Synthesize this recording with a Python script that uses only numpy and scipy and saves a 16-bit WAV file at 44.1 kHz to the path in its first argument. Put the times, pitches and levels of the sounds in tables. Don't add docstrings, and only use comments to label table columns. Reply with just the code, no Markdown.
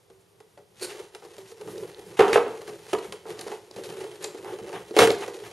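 import sys
import numpy as np
from scipy import signal
from scipy.fft import rfft, irfft, next_fast_len
from scipy.io import wavfile

SR = 44100
rng = np.random.default_rng(int(sys.argv[2]) if len(sys.argv) > 2 else 0)


def log_audio(samples):
    frames = np.atleast_2d(samples).T
    limited = np.clip(frames, -1, 1)
    pcm = np.round(limited * 32767).astype(np.int16)
    wavfile.write(sys.argv[1], SR, pcm)


N = 243431
TIME = np.arange(N) / SR
# t/s, body level/dB
GRIP = [(0.68, -85), (0.79, -54), (1.12, -57.5), (1.25, -53.5), (1.46, -51), (1.56, -59), (1.65, -55),
        (2.9, -50), (3.21, -56.5), (3.55, -49.5), (3.66, -54.5), (3.9, -48), (4.8, -56), (4.88, -50.5),
        (5.5, -49)]


def from_db(db):
    return 10 ** (np.asarray(db) / 20)


def rms(x):
    return np.sqrt(np.mean(x ** 2) + 1e-20)


def in_time(rows):
    return np.interp(TIME, *np.transpose(rows))


def at_hz(rows, hz, column=1):
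    rows = np.array(rows)
    return np.interp(np.log(np.maximum(hz, 1)), np.log(rows[:, 0]), rows[:, column])


def filtered(x, kind, hz, order=2):
    return signal.sosfilt(signal.butter(order, hz, kind, fs=SR, output="sos"), x)


def coloured(x, spectrum):
    return irfft(rfft(x) * from_db(at_hz(spectrum, np.fft.rfftfreq(len(x), 1 / SR))), len(x))


def noise(spectrum):
    x = coloured(rng.standard_normal(next_fast_len(N)), spectrum)[:N]
    return x / rms(x)


def drift(turns_per_s):
    return np.interp(TIME * turns_per_s, np.arange(N), rng.standard_normal(N))


def resonances(force, modes):
    out = 0
    for k, (hz, width, db) in enumerate(modes):
        r = np.exp(-np.pi * width / SR)
        poles = [1, -2 * r * np.cos(2 * np.pi * hz / SR), r * r]
        gain = (-1) ** k * from_db(db) * (1 - r * r) / 2
        out = out + gain * signal.lfilter([1, 0, -1], poles, force + 1e-18)
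    return out


def ring(force, modes, spread_db, detune):
    out = 0
    for (hz, db, t60), (weight, shift) in zip(modes, rng.standard_normal((len(modes), 2))):
        r = from_db(-60 / (t60 * SR))
        poles = [1, -2 * r * np.cos(2 * np.pi * hz * (1 + detune * shift) / SR), r * r]
        out = out + from_db(db + spread_db * weight) * signal.lfilter([1, -1], poles, force + 1e-18)
    return out


def room_tone():
    # f/Hz, level per Hz/dB
    air = [(25, -34), (55, -13.5), (100, 3.5), (160, -22), (260, -12), (400, 5), (600, -7.5), (800, -7),
           (1500, -15.5), (4500, -18.5), (12000, -21.5)]
    return from_db(-63) * noise(air), from_db(-67.5) * filtered(noise(air), "low", 4000, order=4)


def thuds(gain):
    # f/Hz, level per Hz/dB
    spectrum = [(30, -20), (60, -10), (100, -2.5), (145, 0), (190, 6), (240, -17), (330, -20)]
    lumps = from_db(4 + 4 * drift(28))
    return np.hypot(gain, from_db(-73.5)) * lumps * noise(spectrum)


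def body(force):
    # f/Hz, level/dB, t60/s
    modes = [(339.5, -14, 0.1), (368.6, -8.5, 0.13), (402.8, -3.5, 0.34), (418.5, 6, 0.11),
             (454.3, 7, 0.16), (462.3, -21, 0.22), (562, -21.5, 0.16)]
    return filtered(ring(force, modes, spread_db=6, detune=0.02), "band", [210, 950])


def panels(force):
    # f/Hz, width/Hz, level/dB
    modes = [(690, 56, 1.5), (724, 90, 3), (883, 107, -3), (951, 10.7, -1), (1055, 156, -9.5),
             (1193, 32.5, -1.5), (1288, 274, -9.5)]
    return filtered(resonances(force, modes), "band", [480, 2200])


def folds(force):
    # f/Hz, width/Hz, level/dB
    modes = [(1415, 530, -1.5), (2050, 1080, 1), (2450, 256, 7), (2850, 1120, -3.5)]
    return filtered(resonances(force, modes), "band", [1150, 4200])


def edges(force, db_per_octave=0):
    # f/Hz, width/Hz, level/dB
    modes = [(3620, 1040, -0.5), (4190, 1190, 6.5), (6400, 2700, 1.5), (10240, 4300, -3.5)]
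    tilted = [(hz, width, db + db_per_octave * np.log2(hz / modes[0][0])) for hz, width, db in modes]
    return filtered(resonances(force, tilted), "high", 2800, order=3)


def contacts(events, trims_db, first_touch, scuff_db, t60_scale, rough_db):
    lead, onset = SR // 200, SR // 40
    t = (np.arange(SR // 3) - lead) / SR
    out = np.zeros(N + len(t))
    for s, body_db, panel_db, edge_db, t60 in events:
        at = round(s * SR) - lead
        chatter = from_db(-60 * np.maximum(t, 0) / max(t60 * t60_scale, .004))
        envelope = np.where(t < 0, from_db(scuff_db) * (1 - t / t[0]), chatter)
        tilt = np.clip(-3.5 * (edge_db - panel_db), -6.5, 0)
        parts = body, panels, folds, lambda force: edges(force, tilt)
        levels = body_db, panel_db, (panel_db + edge_db) / 2, edge_db
        for part, db, trim_db in zip(parts, levels, trims_db):
            grain, size = rng.standard_normal((2, len(t)))
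            force = envelope * grain * from_db(rough_db * size)
            force[lead] += first_touch * np.linalg.norm(force)
            sound = part(force)
            out[at:at + len(t)] += from_db(db + trim_db) * sound / rms(sound[:onset])
    return out[:N]


def ticks(faint_catches):
    # t/s, body level/dB, panel level/dB, edge level/dB
    clear_catches = [(0.101, -48.5, -62, -68), (0.4031, -48, -56, -64), (0.5756, -47.5, -53, -65.5),
                     (1.1488, -44.5, -45.5, -50), (1.222, -46, -50, -77), (1.2507, -43, -69, -61),
                     (1.382, -39, -52, -54), (1.519, -41.5, -57.5, -60), (1.612, -37, -49, -56.5),
                     (1.675, -34.5, -46, -58), (1.7794, -34.5, -59, -52), (2.464, -29, -37.5, -67),
                     (2.6776, -39.5, -44, -52.5), (2.9847, -47, -48, -51.5), (3.124, -38, -43.5, -45.5),
                     (3.255, -37, -45, -91), (3.3924, -38, -47, -48), (3.412, -61, -48.5, -45),
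                     (3.465, -33.5, -45.5, -84), (3.517, -33.5, -37.5, -52.5), (3.7123, -47, -73, -52.5),
                     (3.7618, -35.5, -47, -52.5), (3.784, -34.5, -51, -58), (3.9241, -41, -55, -57),
                     (4.2442, -33.5, -41.5, -38.5), (4.3463, -34, -53, -60), (4.728, -37, -38.5, -52.5),
                     (4.909, -30.5, -61, -58), (4.941, -32, -47, -59), (5.1155, -42, -39, -41),
                     (5.279, -30, -41, -49)]
    events = []
    for s, body_db, panel_db, edge_db in clear_catches:
        t60 = 0.042 * .5 ** ((edge_db - panel_db) / 10)
        events.append((s, body_db, panel_db, edge_db, t60))
    return contacts(events + faint_catches, trims_db=(-4, -3, -5, -0.5), first_touch=0.55,
                    scuff_db=-11.5, t60_scale=0.81, rough_db=5.5)


def effort(attack_s=0.059, release_s=0.074):
    # t/s, length/s, body level/dB, edges over body/dB, thuds over body/dB
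    pushes = [(0.847, 0.17, -42, -11, -30), (1.658, 0.19, -41.5, -32, -15), (1.99, 0.1, -45.5, -25, -14.5),
              (2.506, 0.24, -44, -17, -20), (2.974, 0.15, -40, -15.5, -24),
              (3.305, 0.23, -41.5, -12.5, -22.5), (3.789, 0.31, -40, -19, -21),
              (4.238, 0.05, -41, -30, -21), (4.427, 0.35, -37, -20.5, -21), (5.142, 0.21, -43, -11.5, -36),
              (5.43, 0.09, -49.5, -16, -11)]
    power = from_db(in_time(GRIP) + np.array([[0], [-7.5], [-16]])) ** 2
    for s, length, db, edge_db, thud_db in pushes:
        push = np.interp(TIME, [s - attack_s, s, s + length, s + length + release_s], [0, 1, 1, 0])
        power += (from_db(db + np.array([[0], [edge_db], [thud_db]])) * push) ** 2
    body_gain, edge_gain, thud_gain = np.sqrt(power)
    panel_gain = from_db(-5.5) * np.sqrt(body_gain * edge_gain)
    return body_gain, panel_gain, edge_gain, thud_gain


def friction(per_s, size_db, clump_db, hiss):
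    sizes = from_db(size_db * np.minimum(rng.exponential(1, N), 4)) * rng.choice([-1, 1], N)
    clicks = sizes * (rng.random(N) < per_s / SR)
    force = (clicks / rms(clicks) + hiss * rng.standard_normal(N)) * from_db(clump_db * drift(70))
    return force / rms(force)


def at_level(sound, gain):
    return gain * sound / rms(sound)


def rasp(force, panel_gain, edge_gain, fold_db):
    fold_gain = from_db(fold_db) * np.sqrt(panel_gain * edge_gain)
    card = at_level(panels(force), panel_gain) + at_level(folds(force), fold_gain)
    return card + at_level(edges(force), edge_gain)


def rubbing(body_gain, panel_gain, edge_gain):
    # f/Hz, width/Hz, level/dB
    held_modes = [(352.5, 49.2, -2), (418, 62.7, -1), (493, 22.7, -2.5), (570, 39, -12)]
    force = friction(per_s=650, size_db=1, clump_db=3, hiss=0.65)
    stick_slip = from_db(2.4 * drift(45))
    boom = filtered(resonances(force * stick_slip, held_modes), "band", [210, 950])
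    return at_level(boom, body_gain) + rasp(force, panel_gain, edge_gain, fold_db=-2)


def catches(body_gain, panel_gain, edge_gain, per_s=9, nominal_t60=0.018):
    count = int(per_s * N / SR)
    at = (rng.random(count) * N).astype(int)
    rubbing_db = 20 * np.log10([body_gain[at], panel_gain[at], edge_gain[at]]).T
    levels = rubbing_db + [-2, 3.5, -1] - rng.standard_normal((count, 3))
    return [(i / SR, *db, nominal_t60) for i, db in zip(at, levels) if i / SR > GRIP[0][0]]


def slips():
    # t/s, length/s, panel level/dB, edge level/dB
    strokes = [(0.765, 0.035, -71, -58), (0.795, 0.015, -60, -51), (0.891, 0.041, -48, -48.5),
               (1.473, 0.05, -73, -55.5), (2.168, 0.036, -44.5, -46), (2.335, 0.033, -29.5, -35),
               (2.893, 0.055, -57, -50.5), (3.835, 0.035, -58, -46), (4.222, 0.047, -55, -43),
               (4.45, 0.093, -45, -71), (4.74, 0.045, -41, -55), (4.946, 0.086, -48, -45),
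               (5, 0.054, -25.5, -26), (5.222, 0.028, -41, -49), (5.435, 0.039, -46.5, -54)]
    # t/s, strength/0-1
    freeing = [(.808, 0), (.814, .4), (.822, .4), (.824, 1), (.848, .8), (.862, .15), (.9, 0)]
    # f/Hz, width/Hz, level/dB
    tray_modes = [(397, 42, 15), (1490, 130, -1), (2190, 860, -6.5), (4450, 300, 4.5), (7150, 1300, -5),
                  (8500, 360, 0), (10000, 2000, -5.5)]
    force = friction(per_s=3500, size_db=3.5, clump_db=1.5, hiss=.6)
    panel_gain, edge_gain = np.zeros((2, N))
    for s, length, panel_db, edge_db in strokes:
        stroke = np.interp(TIME, s + length * np.array([0, .06, .8, 1.25]), [0, 1, .8, 0])
        panel_gain += from_db(panel_db) * stroke
        edge_gain += from_db(edge_db) * stroke
    tray = at_level(resonances(force, tray_modes), from_db(-30) * in_time(freeing))
    return rasp(force, panel_gain, edge_gain, fold_db=1.5) + tray


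def snaps(split=0.055, t60=0.0045):
    # t/s, f/Hz, level/dB
    buckles = [(1.149, 3800, -54), (1.9464, 3930, -32), (2.332, 1920, -5.5), (3.1242, 3300, -23.5),
               (3.392, 4250, -27), (3.411, 9800, -22), (4.2424, 7400, -14), (4.9892, 2680, -13)]
    t = TIME[:SR // 20]
    out = np.zeros(N + len(t))
    for s, hz, db in buckles:
        modes = hz * (1 + split * (np.arange(-1, 2) + .3 * rng.standard_normal(3)))
        ringing = np.sin(2 * np.pi * np.outer(modes, t)).mean(axis=0) * from_db(-60 * t / t60)
        at = round(s * SR)
        out[at:at + len(t)] += from_db(db) * ringing
    return out[:N]


def table_thumps():
    # t/s, force level/dB
    bumps = [(1.67, -46), (2.194, -32.5), (2.358, -40), (2.932, -39), (3.084, -48), (3.765, -45),
             (4.616, -43.5), (4.769, -48), (4.99, -30.5), (5.017, -24.5), (5.072, -33)]
    # f/Hz, level/dB, t60/s
    modes = [(60.6, -14, 0.16), (100, -11, 0.083), (137.5, -3, 0.19), (189, 2.5, 0.17)]
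    force = np.zeros(N)
    for s, db in bumps:
        force[round(s * SR)] = from_db(db)
    softened = filtered(force + 1e-18, "low", 320)
    return ring(softened, modes, spread_db=-2, detune=0.0027)


def knocks():
    # t/s, body level/dB, panel level/dB, edge level/dB, nominal chatter t60/s
    blows = [(2.1922, -9, -18.5, -37, 0.088), (2.205, -15.5, -17.5, -39.5, 0.08),
             (2.222, -17.5, -24, -44, 0.56), (2.281, -22.5, -33, -43, 0.89), (2.33, -24, -34, -31.5, 0.032),
             (2.3585, -11, -19, -53, 0.017), (2.371, -21.5, -22, -46, 0.16),
             (2.9315, -19, -30, -38.5, 0.05), (2.949, -30, -33, -54, 0.017),
             (4.966, -14.5, -25.5, -32.5, 0.65), (4.989, -13.5, -16.5, -21.5, 0.087),
             (5.003, -21, -43, -32, 0.016), (5.019, -12, -17, -36, 0.12),
             (5.074, -19.5, -29.5, -36.5, 0.024), (5.104, -20, -37.5, -34, 0.019)]
    return contacts(blows, trims_db=(-3, -2, -2.1, -1.6), first_touch=0.45,
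                    scuff_db=-14, t60_scale=0.72, rough_db=6)


def room(x, first_echo_s=0.00081, build_s=0.0083):
    # f/Hz, t60/s, level/dB
    reverb = [(100, 0.3, 3.5), (380, 0.52, -11), (915, 0.37, -7.5), (1860, 0.46, -8.5), (4650, 0.42, -10),
              (11000, 0.22, -5.5)]
    t = TIME[:SR * 3 // 4]
    response = np.zeros(len(t))
    limits = np.geomspace(60, 14000, 13)
    build = np.clip((t - first_echo_s) / build_s, 0, 1)
    for low, high in zip(limits, limits[1:]):
        hz = np.sqrt(low * high)
        band = filtered(rng.standard_normal(len(t)), "band", [low, high])
        tail = band * build * from_db(-60 * t / at_hz(reverb, hz, column=1))
        gain = from_db(at_hz(reverb, hz, column=2)) * np.sqrt(2 * (high - low) / SR)
        response += gain * tail / np.linalg.norm(tail)
    return signal.fftconvolve(x, response)[:N]


def stereo_pair(x, scatter_t60=0.012):
    # f/Hz, side level over mid/dB
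    width = [(80, -27), (220, -20.5), (400, -25), (1000, -16), (2000, -12), (3500, -5.5), (4400, -28),
             (8000, -31), (12000, -22)]
    t = TIME[:SR // 5]
    scatters = rng.standard_normal((3, len(t))) * from_db(-60 * t / scatter_t60)
    shares = np.array([drift(12) for _ in scatters])
    shares /= np.linalg.norm(shares, axis=0)
    side = np.zeros(next_fast_len(N + len(t)))
    for share, scatter in zip(shares, scatters):
        side[:N] += share * signal.fftconvolve(x, scatter / np.linalg.norm(scatter))[:N]
    side = coloured(side, width)[:N]
    return np.array([x + side, x - side]) * from_db([[-.15], [.15]])


def scene():
    *rub_gains, thud_gain = effort()
    box = knocks() + ticks(catches(*rub_gains)) + snaps()
    box += rubbing(*rub_gains) + slips()
    box += thuds(thud_gain) + table_thumps()
    air, diffuse = room_tone()
    return stereo_pair(box + room(box) + air) + np.array([diffuse, -diffuse])


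def record(dry, notch_hz=7900, ceiling=0.92, cutoff_hz=12550):
    x = signal.lfilter(*signal.iirnotch(notch_hz, 28, fs=SR), dry)
    x = x / (1 + (x / ceiling) ** 4) ** .25
    return signal.sosfilt(signal.ellip(12, .3, 80, cutoff_hz, fs=SR, output="sos"), x)


dry = scene()
out = record(dry)
log_audio(out)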